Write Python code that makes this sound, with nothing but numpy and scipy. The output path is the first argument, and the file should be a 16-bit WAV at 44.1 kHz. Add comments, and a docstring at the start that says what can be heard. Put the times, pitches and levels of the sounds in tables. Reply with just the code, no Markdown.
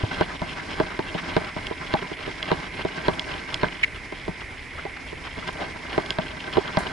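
"""A dull jolt, then the buzz of a bicycle rolling on asphalt, with a knock at each turn of the pedals.
A loose part makes the knocks and the road's tiny stones make the buzz; both ring the frame and
a camera mount fixed to it. The shaking follows the rider's effort and swells with each downstroke.
Small parts rattle and tick, the chain whirrs and rasps, and there is one short squeak.
Behind it all, wind rumbles and the tyres hiss."""
import sys
import numpy as np
from scipy import signal
from scipy.fft import rfft, irfft
from scipy.io import wavfile

SR = 44100
rng = np.random.default_rng(int(sys.argv[2]) if len(sys.argv) > 2 else 0)


def wav_record(signal):
    """Record a signal, one row per channel, as 16-bit PCM in the file named by sys.argv[1]."""
    frames = np.transpose(np.atleast_2d(signal))
    bounded = np.clip(frames, -1, 1)
    # unit amplitude maps onto the largest positive 16-bit level
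    quanta = np.round(bounded * 32767).astype(np.int16)
    wavfile.write(sys.argv[1], SR, quanta)


N = 305172


def amp(db):
    """Turns decibels into a gain."""
    return np.exp(np.asarray(db) * np.log(10) / 20)


def unit(x):
    """Scales a sound to an average strength (rms) of 1."""
    return x / np.sqrt(np.mean(x ** 2) + 1e-20)


def curve(rows):
    """Joins (time, value) points with straight lines."""
    return np.interp(np.arange(N) / SR, *np.transpose(rows))


def colour(x, points):
    """Shapes the bass and treble by (frequency, level) points."""
    hz, db = np.transpose(points)
    freqs = np.fft.rfftfreq(x.shape[-1], 1 / SR)
    gain = amp(np.interp(np.log(freqs + 1), np.log(hz), db))
    return irfft(rfft(x) * gain, x.shape[-1])


def colour_hit(x, points):
    """Like colour, but nothing sounds ahead of the hit, so it stays sharp."""
    hz, db = np.transpose(points)
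    size = x.shape[-1] // 2 * 2
    freqs = abs(np.fft.fftfreq(size, 1 / SR))
    log_gain = np.log(amp(np.interp(np.log(freqs + 1), np.log(hz), db)))
    response = np.exp(signal.hilbert(log_gain).conj()[:size // 2 + 1])
    return irfft(rfft(x, size) * response, size)


def band(x, hz, kind):
    """Gently keeps the "low" or the "high" side of a frequency."""
    return signal.sosfilt(signal.butter(2, hz, kind, fs=SR, output="sos"), x)


def resonate(x, hz, width_hz):
    """Makes a sound ring around one pitch."""
    return signal.lfilter(*signal.iirpeak(hz, hz / width_hz, fs=SR), x)


def sides(db):
    """Left and right gains; positive dB leans left."""
    return amp([[db / 2], [-db / 2]])


def noise(likeness, size=N):
    """Stereo white noise; a likeness of 1 makes both sides the same."""
    white = rng.standard_normal((3, size))
    return np.sqrt(likeness) * white[0] + np.sqrt(1 - likeness) * white[1:]


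def drift(hz):
    """A random wobble, mostly slower than hz."""
    return unit(band(rng.standard_normal(N), hz, "low"))


def taps(per_s, spread_db):
    """Random taps of uneven strength."""
    size, chance, sign = rng.exponential(1, N), rng.random(N), rng.choice([-1, 1], N)
    return sign * amp(spread_db * np.minimum(size, 4)) * (chance < per_s / SR)


def swell(s, half_s):
    """A bell-shaped rise and fall around time s."""
    out = np.zeros(N)
    at = np.arange(max(int((s - 4 * half_s) * SR), 0), min(int((s + 4 * half_s) * SR), N))
    out[at] = np.exp(-((at / SR - s) / half_s) ** 2)
    return out


def add(mix, s, sound):
    """Mixes a sound in at time s."""
    part = mix[:, max(round(s * SR), 0):][:, :sound.shape[-1]]
    part += sound[..., :part.shape[-1]]


# The pedals go round about 105 times a minute: (time [s], position [turns])
PEDAL_TURNS = [(0, -.36), (.8, 1), (3.08, 5), (3.63, 6), (6.92, 11.6)]
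# How hard the rider pedals, easing off midway: (time [s], effort [dB])
EFFORT = [(0, 1), (1.3, 0), (1.7, -0.5), (2.5, 0.5), (3.65, 0), (3.9, -4), (4.7, -5), (5.15, -4.5),
          (5.55, -1.5), (6.45, 0.5), (6.9, 2)]
# Rough (+) and smooth (-) bits of road: (time [s], extra shaking [dB], half length [s])
ROAD_PATCHES = [(0, 0.5, 0.011), (0.127, 1, 0.017), (0.26, -3.5, 0.02), (0.383, -5.5, 0.018),
                (0.53, -1, 0.011), (0.713, 2.5, 0.026), (0.756, -2, 0.012), (0.986, -2.5, 0.02),
                (1.285, 2.5, 0.05), (1.517, -4, 0.037), (1.756, -2.5, 0.033), (1.812, 2.5, 0.015),
                (2.055, -1.5, 0.019), (2.15, -3, 0.02), (2.354, 0.5, 0.078), (2.6, 1, 0.023),
                (2.726, -2, 0.037), (2.801, 2, 0.02), (2.833, -5, 0.0092), (2.981, 3.5, 0.015),
                (3.064, 2, 0.016), (3.248, -1.5, 0.02), (3.32, 3, 0.045), (3.583, -3, 0.019),
                (4.404, 4.5, 0.023), (5.256, 4, 0.015), (5.484, 3, 0.025), (5.617, 4, 0.036),
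                (5.91, 2.5, 0.035), (6.095, 3, 0.028), (6.147, -2.5, 0.014), (6.273, 0, 0.016),
                (6.392, -2, 0.072), (6.516, -5, 0.0084), (6.61, -2.5, 0.029), (6.73, -1, 0.013),
                (6.835, 1.5, 0.0098), (6.866, 1.5, 0.01)]


def shaking(stroke_db, strong_leg_db, lead_turns):
    """Shaking in dB from effort, road and two downstrokes a turn; one leg can push harder."""
    angle = 2 * np.pi * (curve(PEDAL_TURNS) + lead_turns)
    strokes = stroke_db * np.cos(2 * angle) + strong_leg_db * np.cos(angle)
    road = sum(db * swell(s, half_s) for s, db, half_s in ROAD_PATCHES)
    return curve(EFFORT) + strokes + road


# Tone of the wind and wheels: (frequency [Hz], relative level [dB])
WIND_TONE = [(12, -25), (25, -10), (42, -5), (80, -7), (130, -12), (200, -18.5), (400, -16), (1500, -43)]


def wind(level_db=-43, gust_db=1.5, stroke_db=2, lead_turns=0.0037):
    """Rushing air rumbles and throbs with each downstroke, less as the rider eases off."""
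    air = unit(colour(noise(0.85), WIND_TONE))
    throb = amp(curve(EFFORT)) * np.cos(4 * np.pi * (curve(PEDAL_TURNS) + lead_turns))
    return amp(level_db + stroke_db * throb + gust_db * drift(7.8)) * air


# Tone of the tyre and air hiss: (frequency [Hz], relative level [dB])
HISS_TONE = [(120, -40), (260, 11), (430, -10.5), (720, -1.5), (1000, 2.5), (1300, -10), (2400, -34.5),
             (3000, -13.5), (4400, -11), (5200, -7), (5900, -14), (7000, -19), (11000, -32)]


def tyre_hiss(level_db=-45, follow=0.85, flutter_db=1.84):
    """Tyres and air hiss with a light flutter, louder as the bicycle shakes."""
    shake_db = shaking(stroke_db=-1, strong_leg_db=0.5, lead_turns=0.021)
    gain = amp(level_db + follow * shake_db + flutter_db * drift(19))
    return gain * sides(-1.5) * unit(colour(noise(0.55), HISS_TONE))


# Bands of faint, high fizz: (pitch [Hz], width [Hz], relative level [dB])
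FIZZ_BANDS = [(5040, 450, -18), (8100, 290, 0.5), (9960, 300, 2.5)]


def fizz(level_db=-66, flicker_db=2, follow=0.2):
    """A fine, high fizz whose bands each flicker on their own."""
    out = 0
    for hz, width_hz, db in FIZZ_BANDS:
        ring = unit(resonate(noise(0.11), hz, width_hz))
        out += amp(db + flicker_db * drift(29)) * ring
    return amp(level_db + follow * curve(EFFORT)) * unit(out)


# Brief sizzles: (time [s], level [dB], time to fade by 60 dB [s])
SIZZLES = [(1.668, -35, 0.022), (3.838, -35, 0.021), (5.529, -37, 0.022), (6.787, -33.5, 0.14)]


def sizzles(low_hz=5500):
    """Short sprays of high noise."""
    out, t = np.zeros((2, N)), np.arange(SR // 5) / SR
    for s, db, fade_s in SIZZLES:
        spray = band(noise(0.16, len(t)), low_hz, "high")
        add(out, s, amp(db - 60 * t / fade_s) * spray)
    return out


# Loudness of the chain: (time [s], relative level [dB])
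CHAIN_LEVEL = [(0, -36.5), (1.5, -34), (5.5, -34.5), (6.92, -36)]


def chain_whirr(level_db=-6.5, links_hz=72, throb=0.057):
    """Links run onto the teeth and keep one broad ring going."""
    links = np.cumsum(links_hz * (1 + 0.09 * drift(4.7))) / SR
    rub = noise(0.89) * (1 + throb * np.cos(2 * np.pi * links))
    whirr = resonate(rub, hz=2120, width_hz=340)
    whirr = band(band(whirr, 610, "high"), 2900, "low")
    return amp(curve(CHAIN_LEVEL) + level_db) * sides(-3.5) * unit(whirr)


# Notes of a thin metal plate: (pitch [Hz], width [Hz], relative level [dB])
PLATE_NOTES = [(2750, 140, 7), (2860, 310, -13), (3220, 110, 6)]
# When the chain touches it: (time [s], level [dB], half length [s])
CHAIN_TOUCHES = [(0.14, -35, 0.02), (0.49, -39.5, 0.023), (0.716, -36.5, 0.02), (1.088, -36, 0.018),
                 (1.296, -42, 0.017), (1.988, -44, 0.019), (2.233, -39, 0.0092), (2.495, -36, 0.018),
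                 (2.807, -40, 0.028), (3.064, -40, 0.021), (3.968, -41, 0.015), (5.085, -38.5, 0.0094),
                 (5.643, -45, 0.012), (5.924, -43, 0.022), (6.278, -45, 0.014), (6.405, -37, 0.0065),
                 (6.88, -44, 0.014)]


def chain_rasps():
    """The chain brushes the plate, and a gritty run of taps makes it ring."""
    brush = unit(taps(per_s=290, spread_db=0.5)) + 0.092 * noise(0)
    ring = sum(amp(db) * unit(resonate(brush, hz, width_hz)) for hz, width_hz, db in PLATE_NOTES)
    ring = band(band(ring, 2100, "high"), 4700, "low")
    contact = sum(amp(db) * swell(s, half_s) for s, db, half_s in CHAIN_TOUCHES)
    return contact * sides(-1) * unit(ring)


# Tone of rattling parts: (frequency [Hz], relative level [dB])
RATTLE_TONE = [(900, 6), (1800, 7.5), (2500, 9), (2950, 7), (3330, 5.5), (3650, 0), (4300, -4.5),
               (4700, -13), (5250, -5), (5900, -33), (7000, -43), (11000, -61)]


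def rattle(level_db=-46.5, follow=2.8, clump_db=1.5, fade_s=0.0051):
    """Cables and fittings chatter in clumps as the bicycle shakes."""
    shared = taps(per_s=550, spread_db=-2.5)
    hits = np.array([shared + 0.3 * taps(per_s=1200, spread_db=0) for _ in range(2)])
    t = np.arange(SR // 50) / SR
    click = rng.standard_normal(len(t)) * amp(-60 * t / fade_s)
    chatter = signal.oaconvolve(hits, click[None], axes=1)[:, :N]
    shake_db = shaking(stroke_db=2, strong_leg_db=1, lead_turns=0.0088)
    gain = amp(level_db + follow * shake_db + clump_db * drift(2.8))
    return gain * sides(-1.6) * unit(colour(chatter, RATTLE_TONE))


def jangles(level_db=-45, per_s=55, parts=8, follow=1.05, bounce_db=-5, fade_s=0.027):
    """The chain and cable ends make little double taps, more and louder as the bicycle shakes."""
    shake_db = shaking(stroke_db=0.5, strong_leg_db=0, lead_turns=0)
    chance = per_s * amp(shake_db) / (parts * SR)
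    out, t = 0, np.arange(SR // 40) / SR
    for _ in range(parts):
        hits = (rng.random(N) < chance) * rng.uniform(0.5, 1, N)
        bounce_s = 0.0037 * rng.uniform(0.504, 2)
        hits += amp(bounce_db) * np.roll(hits, round(bounce_s * SR))
        ring = noise(0.62, len(t)) * amp(-60 * t / fade_s)
        out += signal.oaconvolve(hits[None], ring, axes=1)[:, :N]
    bright = band(colour(out, RATTLE_TONE), 2740, "high")
    return amp(level_db + follow * shake_db) * unit(bright)


# Gritty rubs and shudders of the mount: (time [s], level [dB], half length [s], pitch [Hz])
SCRAPES = [(0.213, -27, 0.012, 896), (0.311, -34, 0.013, 1350), (0.587, -33.5, 0.021, 1510),
           (0.92, -35.5, 0.018, 1260), (1.189, -30, 0.017, 1550), (1.26, -36.5, 0.017, 1440),
           (1.487, -34.5, 0.023, 1350), (1.829, -34.5, 0.015, 1230), (2.223, -40, 0.016, 1090),
           (2.51, -23.5, 0.0066, 890), (2.628, -40, 0.019, 1310), (3.535, -36, 0.016, 1140),
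           (3.965, -39, 0.013, 1220), (4.42, -36.5, 0.0088, 1230), (4.526, -41.5, 0.026, 1270),
           (4.791, -34, 0.016, 1310), (4.971, -34, 0.0061, 1500), (5.272, -34, 0.0086, 1320),
           (5.43, -33, 0.0083, 1160), (5.622, -29.5, 0.026, 620), (6.685, -36.5, 0.03, 1300)]


def scrapes():
    """Short rubs and shudders of the mount swell and fade, each ringing loosely around its own pitch."""
    out = 0
    grit = unit(taps(per_s=3800, spread_db=1)) + 0.82 * noise(0)
    for s, db, half_s, hz in SCRAPES:
        rub = band(resonate(grit, hz, width_hz=0.7 * hz), 2 * hz, "low")
        out += amp(db) * swell(s, half_s) * unit(rub)
    return out


# Notes of a small hard part: (pitch [Hz], relative level [dB], time to fade by 60 dB [s])
TICK_NOTES = [(2130, 0, 0.027), (2820, 5.5, 0.012), (3342, 8.5, 0.015), (4150, 1.5, 0.0095),
              (5000, 1, 0.013), (6340, -18, 0.012), (6800, -11.5, 0.015), (8700, -15, 0.0022),
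              (10350, -18.5, 0.0097)]


def tick_ring(bright_db=0, detune=0.008):
    """A tapped part rings briefly and brightly; neighbouring notes swing opposite ways."""
    t, ring = np.arange(SR // 25) / SR, 0
    for k, (hz, db, fade_s) in enumerate(TICK_NOTES):
        chance_db, pitch_chance = rng.standard_normal(2)
        note_db = db + bright_db * np.log2(hz / 3000) + chance_db
        swing = np.sin(2 * np.pi * hz * (1 + detune * pitch_chance) * t)
        ring += (-1) ** k * amp(note_db - 60 * t / fade_s) * swing
    attack = 1 - np.exp(-t / 0.0001)
    return unit(ring * attack)


def clinks(level_db=-54):
    """Small parts tick faintly at random, louder as the bicycle shakes."""
    out = 0
    for pan_db in (-2.5, 1):
        hits = taps(per_s=49, spread_db=-2.5)
        out += sides(pan_db) * signal.oaconvolve(hits, tick_ring())[:N]
    shake_db = shaking(stroke_db=3, strong_leg_db=4.5, lead_turns=0.011)
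    return amp(level_db + shake_db) * unit(out)


# Sharp ticks: (time [s], relative level [dB], brightness [dB per octave])
TICKS = [(1.4464, -43, 4), (1.6688, -32.5, -4), (1.9296, -42, -5), (2.428, -26.5, -5.5), (3.1948, -25, -2),
         (3.5428, -24, 2.5), (3.6846, -33.5, -22), (5.477, -38.5, 4.5), (6.061, -38, 5), (6.1052, -23.5, 0),
         (6.5375, -36, 1), (6.678, -39, 0)]


def ticks(level_db=-6):
    """A few harder taps of the small parts stand out."""
    out = np.zeros((2, N))
    for s, db, bright_db in TICKS:
        add(out, s, amp(db + level_db) * sides(-3) * tick_ring(bright_db))
    return out


# Slips within the squeak: (time [s], level [dB], left minus right [dB])
SQUEAK_SLIPS = [(3.8325, -18, 0), (3.8372, -7, -2), (3.8447, -11, 6), (3.849, -22, 0)]


def squeak(start_hz=2380, fall_hz_per_s=20000, slip_s=0.0014, rasp_db=-21.5, rasp_s=0.0075):
    """A rasping rub slips a few times, each slip a lower chirp."""
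    grit = noise(0.16)
    for _ in range(2):
        grit = resonate(grit, hz=2150, width_hz=1300)
    times = [row[0] for row in SQUEAK_SLIPS]
    out = amp(rasp_db) * swell(np.mean(times) - slip_s, rasp_s) * unit(grit)
    for s, db, pan_db in SQUEAK_SLIPS:
        hz = start_hz - fall_hz_per_s * (s - times[0])
        cycles = np.cumsum(hz * (1 + 0.1 * drift(766))) / SR  # a fast wobble roughens the tone
        tone = np.sin(2 * np.pi * cycles + np.array([[1.9], [0]]))  # the left side swings ahead
        out += amp(db) * sides(pan_db) * swell(s, slip_s) * tone
    return out


# Notes of the frame and camera mount: (pitch [Hz], relative level [dB], time to fade by 60 dB [s],
# left minus right [dB], left side's head start [radians])
MOUNT_NOTES = [(170.6, -12.5, 0.05, 3, 1), (230, -25, 0.11, -3, 3.5), (314.3, -20, 0.054, 2, 5),
               (370, -20.5, 0.041, -10, 4), (404.7, -14.5, 0.032, -20, 0), (441.3, -12.5, 0.05, -10, -2.5),
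               (634, -11, 0.045, 1, 0.88), (696, -27.5, 0.12, 4, -0.5), (779, -16, 0.051, 1.5, 0.27),
               (891, -20, 0.064, 5, 1), (976, -14.3, 0.04, -2, 1), (1160, -25.5, 0.08, 4.5, 1.3),
               (1406, -19, 0.021, -7, 1.3), (1551, -15, 0.024, -4.5, -1.07),
               (2060, -20.5, 0.025, -0.5, -1.25), (3300, -29, 0.016, -7, -1.8), (3910, -22, 0.0084, 0, -1)]


def mount_ring(scatter_db, detune):
    """The frame and mount ring after one blow; each blow lands a little differently."""
    t, ring = np.arange(SR // 10) / SR, 0
    for hz, db, fade_s, pan_db, lead in MOUNT_NOTES:
        pitch_chance, level_chance = rng.standard_normal(2)
        travel_s = 0.00062 * np.sqrt(400 / hz)  # low notes travel more slowly through the frame
        age = np.maximum(t - travel_s, 0)
        phase = 2 * np.pi * hz * (1 + detune * pitch_chance) * age
        swing = np.sin(phase + lead * np.array([[0.5], [-0.5]]))
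        fade = amp(db + scatter_db * level_chance - 60 * age / fade_s)
        attack = 1 - np.exp(-4 * hz * age)
        ring -= sides(pan_db) * fade * swing * attack
    return ring


# Tone of the road's push on the mount: (frequency [Hz], relative level [dB])
ROAD_TONE = [(60, -22), (170, 1), (400, -6.5), (700, -3.5), (1050, 2.5), (1600, 5.5), (2100, 8), (3000, -2),
             (6000, 6)]


def road_buzz(level_db=-39, follow=2.21, uneven_db=3, mono_hz=330):
    """Stones in the asphalt tap the tyres, and the taps reach the mount by two paths."""
    out = np.zeros((2, N))
    for weight, right_sign in ((1, 1), (0.24, -1)):
        ring = mount_ring(scatter_db=-1, detune=0.0033) * [[1], [right_sign]]
        stones = taps(per_s=870, spread_db=2)
        out += weight * signal.oaconvolve(stones[None], ring, axes=1)[:, :N]
    middle = out.mean(0)
    bass_cut = [(mono_hz / 2, -10), (mono_hz, -3), (2 * mono_hz, 0)]
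    out = middle + colour(out - middle, bass_cut)  # the bass is alike on both sides
    shake_db = shaking(stroke_db=0.46, strong_leg_db=0.7, lead_turns=-0.056)
    return amp(level_db + follow * shake_db + uneven_db * drift(26.3)) * unit(colour(out, ROAD_TONE))


# The opening jolt: (time [s], level [dB])
JOLT = [(.0355, -10)]


def jolt(hz=105, fade_s=0.061, ring_db=1):
    """The whole camera nods once, and the mount rings dully."""
    out = np.zeros((2, N))
    for s, db in JOLT:
        ring = band(mount_ring(scatter_db=1.5, detune=0.01), 1200, "low")
        t = np.arange(ring.shape[1]) / SR
        nod = amp(-60 * t / fade_s) * np.sin(2 * np.pi * hz * t)
        add(out, s, amp(db) * (nod + amp(ring_db) * ring))
    return out


def crack(level_db=-17, fade_s=0.0048):
    """The first contact of a knock gives a brief, bright crack."""
    t = np.arange(SR // 10) / SR
    burst = noise(0.93, len(t))
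    for _ in range(2):
        burst = resonate(burst, hz=3900, width_hz=1500)
    return amp(level_db - 60 * t / fade_s) * unit(burst)


# Knocks, the heavy ones once a pedal turn:
# (time [s], force [dB], extra bass [dB], extra hollow ring [dB], extra treble [dB])
KNOCKS = [(0.2099, -0.5, 0.5, 1.0, -0.5), (0.4176, -7.0, 2, -11, -7), (0.8, -1.5, -0.5, 4.5, -0.5),
          (0.9913, -6, 1.5, 4, -3.5), (1.148, -9, 3.5, 1, -17), (1.3658, -0.5, 3, 0, 1),
          (1.564, -12, 2.5, -6, -5), (1.71, -15.5, -0.5, 6.5, -9), (1.9386, 1, -0.5, -5.5, -3),
          (2.115, -18, 1, 6.5, -5), (2.2761, -17.5, 1, 7.5, -2.0), (2.5157, -0.5, -0.5, 1, -1),
          (2.8497, -7, 1.5, 4.5, -6), (3.0824, 0.0, 0, 0, -1.5), (3.6322, 0, 2, -5, -2),
          (4.1231, -17, -1, 3, -1), (4.2798, -13, 0, 4.5, -2.5), (4.852, -17, 0, 5.5, 0),
          (5.127, -23, -6, 7, 0), (5.381, -20, 8, -2, -3), (5.9787, -1.0, -3, 2, -0.5),
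          (6.1858, -4.5, 3.5, -8.5, 0), (6.5699, -1, -1, 3.0, -4), (6.771, 1.0, 2, -12, -1.0)]


def knocks(clack_db=-21, clack_fade_s=0.025, bounce_db=-21, bounce_s=0.0106):
    """A loose part strikes, rings the mount, bounces once and makes the small parts clack."""
    out = np.zeros((2, N))
    chances = rng.standard_normal(len(KNOCKS))
    for (s, force_db, bass_db, hollow_db, treble_db), chance in zip(KNOCKS, chances):
        ring = mount_ring(scatter_db=1.5, detune=0.016)
        bounce = amp(bounce_db) * mount_ring(scatter_db=11, detune=0.017)
        add(ring, bounce_s * (1 + 0.05 * chance), bounce)
        ring += crack()
        t = np.arange(ring.shape[1]) / SR
        clack = unit(colour(noise(0.38, len(t)), RATTLE_TONE))
        ring += amp(clack_db - 60 * t / clack_fade_s) * clack
        tone = [(90, bass_db + 1), (150, bass_db), (240, bass_db), (320, hollow_db), (470, hollow_db),
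                (580, 0), (1150, 0.0088), (1600, treble_db), (4200, treble_db), (6500, treble_db - 6)]
        add(out, s, amp(force_db) * colour_hit(ring, tone))
    return out


def scene():
    """The rolling bicycle, with its knocks and other short sounds on top."""
    shaken = road_buzz() + rattle() + jangles() + clinks() + scrapes()
    running = tyre_hiss() + fizz() + chain_whirr() + chain_rasps() + wind()
    return shaken + running + knocks() + ticks() + squeak() + sizzles() + jolt()


def record(dry):
    """Cuts off the highest treble steeply."""
    treble_cut = signal.firwin(401, 11200, window=("kaiser", 8), fs=SR)
    return signal.oaconvolve(dry, treble_cut[None], "same")


dry = scene()
out = record(dry)
wav_record(out)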